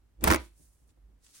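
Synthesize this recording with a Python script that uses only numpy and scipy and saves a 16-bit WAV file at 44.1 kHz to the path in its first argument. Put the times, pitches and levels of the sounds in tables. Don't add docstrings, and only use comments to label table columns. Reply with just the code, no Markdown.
import sys
import numpy as np
from scipy import signal
from scipy.fft import rfft, irfft
from scipy.io import wavfile

SR = 44100
rng = np.random.default_rng(int(sys.argv[2]) if len(sys.argv) > 2 else 0)


def log_audio(samples):
    frames = np.atleast_2d(samples).T
    limited = np.clip(frames, -1, 1)
    pcm = np.round(limited * 32767).astype(np.int16)
    wavfile.write(sys.argv[1], SR, pcm)


N = 61739
TIME, HZ = np.arange(N) / SR, np.fft.rfftfreq(2 * N, 1 / SR)


def amp(db):
    return 10 ** (np.asarray(db) / 20)

def unit(x):
    return x / np.sqrt(np.mean(x ** 2) + 1e-20)

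def read(points, hz=HZ):
    f, value = np.transpose(points)
    return np.interp(np.log(hz + 1), np.log(f + 1), value)

def curve(points):
    return np.interp(TIME, *np.transpose(points))

def shape(x, gain):
    return irfft(rfft(x, 2 * N) * gain)[..., :N]

def ring(x, db):
    log_gain = np.log(amp(db))
    phase = -signal.hilbert(np.r_[log_gain, log_gain[-2:0:-1]]).imag[:len(HZ)]
    return shape(x, np.exp(log_gain + 1j * phase))

def drift(rate_hz):
    return unit(shape(rng.standard_normal(N), np.exp(-(HZ / rate_hz) ** 2)))

def taps(table, rise_s):
    return sum(amp(db) * np.clip((TIME - s) / rise_s, 0, 1) * np.exp(-np.maximum(TIME - s, 0) / decay_s)
               for s, db, decay_s in table)

# frequency in Hz, left-right correlation.
DIRECT = [(60, .96), (300, 0.53), (1500, 0.59), (4000, .45), (7000, .7), (10000, .95), (16000, 0.88)]
DIFFUSE = [(60, 1), (200, 0.25), (600, 0.5), (5000, 0), (16000, 0.2)]
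def stereo_noise(likeness, gain=1):
    a, b = rng.standard_normal((2, N)) * gain
    same = np.clip(read(likeness), -.999, .999)
    return np.array([a, shape(a, same) + shape(b, np.sqrt(1 - same ** 2))])

def noise(colour, likeness=DIFFUSE, grain_db=0):
    size = amp(grain_db * np.minimum(rng.exponential(1, N), 5))
    return unit(shape(stereo_noise(likeness, size), amp(read(colour))))


# frequency in Hz, gain in dB.
FLOOR_COLOUR = [(20, -11.5), (50, -4), (90, -1), (140, -9.5), (300, -14.5), (600, -22.5), (1500, -27),
                (4000, -34.5), (10000, -36.5), (16000, -41)]
def noise_floor(level_db=-70.5):
    return amp(level_db) * noise(FLOOR_COLOUR)

# time in seconds, level in dB.
HUM_DB = [(0, -61), (.16, -71), (.19, -46), (.215, -44.5), (.24, -34.5), (.27, -31), (.305, -23),
          (.35, -37), (.39, -40), (.45, -53.5), (.61, -68), (.69, -60), (.78, -76), (.84, -62),
          (.92, -68.5), (1.06, -55), (1.2, -66), (1.4, -81.5)]
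# time in seconds, frequency in Hz.
HUM_HZ = [(.2, 51.76), (.3, 67), (.37, 72.6), (.47, 53.06), (1.4, 53.42)]
def hum(waver_hz=3, waver_db=1.5):
    turns = np.cumsum(curve(HUM_HZ) + waver_hz * drift(rate_hz=8.3)) / SR
    level_db = curve(HUM_DB) + waver_db * drift(rate_hz=24)
    return np.sqrt(2) * np.sin(2 * np.pi * turns) * amp(level_db)

# time in seconds, level in dB.
FLUTTER_DB = [(.15, -91), (.2, -64), (.238, -30.5), (.278, -37), (.288, -30.5), (.32, -23.5), (.355, -29.5),
              (.38, -49.5), (.45, -73), (.52, -87.5)]
FIBRE_DB = [(.18, -105), (.206, -78.5), (.215, -57), (.228, -52), (.237, -44.5), (.245, -24), (.257, -34.5),
            (.268, -34), (.285, -31), (.32, -35), (.355, -35), (.372, -54.5), (.42, -95)]
# frequency in Hz, gain in dB.
FLUTTER_COLOUR = [(20, -28.5), (55, -17.5), (90, 3), (122, -8.5), (160, -0.5), (195, -1), (320, -1),
                  (440, -6.5), (620, -14), (1200, -27.5), (4000, -58.5)]
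FIBRE_COLOUR = [(100, -1.5), (300, -3.5), (900, -3.5), (2300, -11.5), (4000, -19), (9500, -20.5),
                (12000, -26.5), (16000, -25.5)]
def stretching():
    flutter = noise(FLUTTER_COLOUR, DIRECT) * amp(curve(FLUTTER_DB))
    fibre_db = curve(FIBRE_DB) + .73 * drift(rate_hz=100)
    return flutter + noise(FIBRE_COLOUR, DIRECT, grain_db=4) * amp(fibre_db)

# start in seconds, level in dB, decay in seconds.
TICKS = [(.2085, -54, 0.0047), (.4495, -62, 0.0027), (.890, -69, 0.014), (.9045, -69, .002),
         (1.264, -55, 0.0064), (1.289, -62.5, 0.0073)]
# frequency in Hz, gain in dB.
TICK_COLOUR = [(300, -1), (2000, 6.5), (3900, 11), (5500, 9), (7500, 12.5), (12000, -9), (16000, -18)]
def ticks():
    return noise(TICK_COLOUR) * taps(TICKS, rise_s=.0011)

# frequency in Hz, gain in dB.
EDGE_COLOUR = [(100, 0), (900, 0), (3200, -1), (4500, -4), (9300, -1), (11000, -5), (12800, 4), (14000, 10),
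               (15300, 15), (16000, 8)]
def edge(start_s=.2392, length_s=.004, ramp_s=.0009, gain_db=-18.5):
    gate = np.clip(np.minimum(TIME - start_s, start_s + length_s - TIME) / ramp_s, 0, 1)
    return gate * shape(stereo_noise(DIRECT), amp(gain_db + read(EDGE_COLOUR)))

# start in seconds, length in seconds, level in dB.
THREAD_RUNS = [(.2736, .0055, 0), (.2796, .002, -1), (.2836, .001, -1), (.2860, .001, -2), (.3017, .006, 0),
               (.3112, .003, 0), (.3152, .003, 0), (.3226, .003, 0), (.3266, .001, -2), (.3330, .001, -1),
               (.3361, .002, -1), (.3441, .001, -1), (.3462, .001, -2), (.3493, .001, -1),
               (.3606, .001, -2)]
# frequency in Hz, gain in dB.
CRACK_COLOUR = [(200, -5), (900, 10), (2350, 8), (2800, -4.5), (3250, -2), (3900, -3.5), (6000, -2),
                (7700, -7.5), (9400, -2), (11200, -14), (13500, 0), (15500, -0.5)]
RECOIL_COLOUR = [(60, 1), (200, 8.5), (450, 2), (700, -1), (1000, -2), (1500, -3), (2350, 0.5),
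                 (2900, -6.5), (4000, -7), (16000, -14.5)]
def threads(gap_s=.00115, jitter_s=.00016, spread_db=1):
    crack_db, rise_s = -19, .00032
    recoil_db, lag_s, width_s, scatter_s = -16, .0006, .00016, .00004
    crack_power, recoil = np.zeros(N), np.zeros((2, N))
    for (start_s, length_s, db), draws in zip(THREAD_RUNS, rng.standard_normal((len(THREAD_RUNS), 10, 4))):
        for due_s, (late, size, width, side) in zip(np.arange(0, length_s, gap_s), draws):
            age_s = TIME - start_s - due_s - jitter_s * late
            gain = amp(db + spread_db * size)
            rise = np.maximum(age_s, 0) / rise_s
            crack_power += (gain * rise * np.exp(1 - np.minimum(rise, 20))) ** 2
            side_s = np.array([[side], [-side]]) * scatter_s
            push = np.clip((age_s - lag_s - side_s) / (width_s * np.exp(.39 * width)), -10, 10)
            recoil += gain * push * np.exp(.5 - push ** 2 / 2)
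    cracks = ring(stereo_noise(DIRECT, np.sqrt(crack_power)), crack_db + read(CRACK_COLOUR))
    return cracks + ring(recoil, recoil_db + read(RECOIL_COLOUR))

# time in seconds, level in dB.
SLIDE_DB = [(.3, -105), (.40, -58.5), (.46, -61.5), (.49, -72.5), (.54, -76), (.59, -66), (.65, -65.5),
            (.73, -73), (.85, -78.5), (.9, -75), (.96, -94), (1.05, -102)]
# frequency in Hz, gain in dB.
SLIDE_COLOUR = [(300, -18), (1000, -16), (3200, -16), (5500, -6.5), (9300, -0.5), (12500, -8), (14200, -18),
                (16000, -7)]
def slide():
    return noise(SLIDE_COLOUR, grain_db=2.5) * amp(curve(SLIDE_DB) + 1.1 * drift(rate_hz=63))

# start in seconds, level in dB, decay in seconds.
BUMPS = [(.595, -58.5, 0.028), (.82, -66, 0.026), (.885, -63.5, 0.022), (1.085, -62, 0.031),
         (1.13, -69, 0.017)]
FLAP = [(.9735, -61.5, 0.0069)]
# frequency in Hz, gain in dB.
BUMP_COLOUR = [(40, 11), (110, 13.5), (190, 6.5), (290, 8.5), (600, -10.5), (1200, -20), (4000, -69)]
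FLAP_COLOUR = [(100, -14), (500, -2), (1000, -22), (2000, -40), (8000, -52)]
def bumps():
    thuds = noise(BUMP_COLOUR) * taps(BUMPS, rise_s=.002)
    return thuds + noise(FLAP_COLOUR) * taps(FLAP, rise_s=.0016)

# time in seconds, level in dB.
GATHER_DB = [(1.15, -110), (1.215, -79.5), (1.245, -61.5), (1.275, -65.5), (1.293, -64), (1.33, -64),
             (1.358, -53), (1.385, -55.5), (1.4, -55.5)]
# frequency in Hz, gain in dB.
GATHER_COLOUR = [(300, -13.5), (800, -19.5), (1300, -8), (3000, -6), (5500, 0), (8400, 1), (10500, -1.5),
                 (12500, -11), (14200, -17.5), (16000, -5.5)]
def gather():
    return noise(GATHER_COLOUR, grain_db=3.5) * amp(curve(GATHER_DB) + .7 * drift(rate_hz=150))

# delay in seconds, left gain in dB, right gain in dB.
ECHOES = [(.0021, -16, -18.5), (.0037, -17, -17.5), (.0062, -20, -20.5), (.0094, -17.5, -13.5)]
def reflections(x, dull_hz=3491):
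    echoes = sum(amp([[left], [right]]) * np.exp(-2j * np.pi * HZ * delay_s)
                 for delay_s, left, right in ECHOES)
    return shape(x, echoes / (1 + 1j * HZ / dull_hz))

# frequency in Hz, seconds to fall 60 dB.
ROOM_T60_S = [(100, .24), (220, 0.33), (500, 0.19), (1500, 0.21), (4000, 0.3), (10000, 0.11), (16000, 0.13)]
# frequency in Hz, gain in dB.
ROOM_COLOUR = [(100, -5), (220, -5), (400, -1), (1000, 2), (2400, 0), (4000, 1), (6000, -2), (10000, -3),
               (13000, -10), (16000, -22)]
def room(x, gain_db=-14.5, delay_s=.0026):
    hz, t, spectra = signal.stft(stereo_noise(DIFFUSE), SR, nperseg=256)
    decay = amp(-60 * t / read(ROOM_T60_S, hz)[:, None])
    tail = signal.istft(spectra * decay, SR, nperseg=256)[1][:, :N]
    tail = unit(tail * np.clip(TIME / delay_s - 1, 0, 1)) / np.sqrt(N)
    wet = signal.fftconvolve(x[:1], tail, axes=1)[:, :N]
    return shape(wet, amp(gain_db + read(ROOM_COLOUR)))

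# frequency in Hz, left lead in radians.
PORT_LEAD_RAD = [(20, 0), (70, .1), (300, -.45), (550, -1.2), (950, -1.9), (1750, -2.3), (2300, -.6),
                 (4500, -.2), (7200, -1.5), (9200, 0), (11000, .1), (12500, 2), (15300, 3.9)]
# frequency in Hz, left minus right in dB.
PORT_BALANCE_DB = [(60, -2.8), (400, -3), (1000, -4), (1700, -4), (2400, 5), (3300, 0), (4500, -3.5),
                   (8000, -1), (14000, 0)]
def scene(quiet_balance_db=-1.4):
    rip = threads() + edge() + stretching()
    direct = shape(rip + hum(), np.exp(1j * np.outer([1, 0], read(PORT_LEAD_RAD))))
    sides = np.array([[.5], [-.5]])
    loud = shape(direct + reflections(rip) + room(rip), amp(sides * read(PORT_BALANCE_DB)))
    quiet = noise_floor() + ticks() + slide() + bumps() + gather()
    return loud + quiet * amp(sides * quiet_balance_db)

def record(dry, cutoff_hz=16200):
    lowpass = signal.firwin(301, cutoff_hz, window=("kaiser", 9), fs=SR)
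    return signal.oaconvolve(dry, lowpass[None], "same")


dry = scene()
out = record(dry)
log_audio(out)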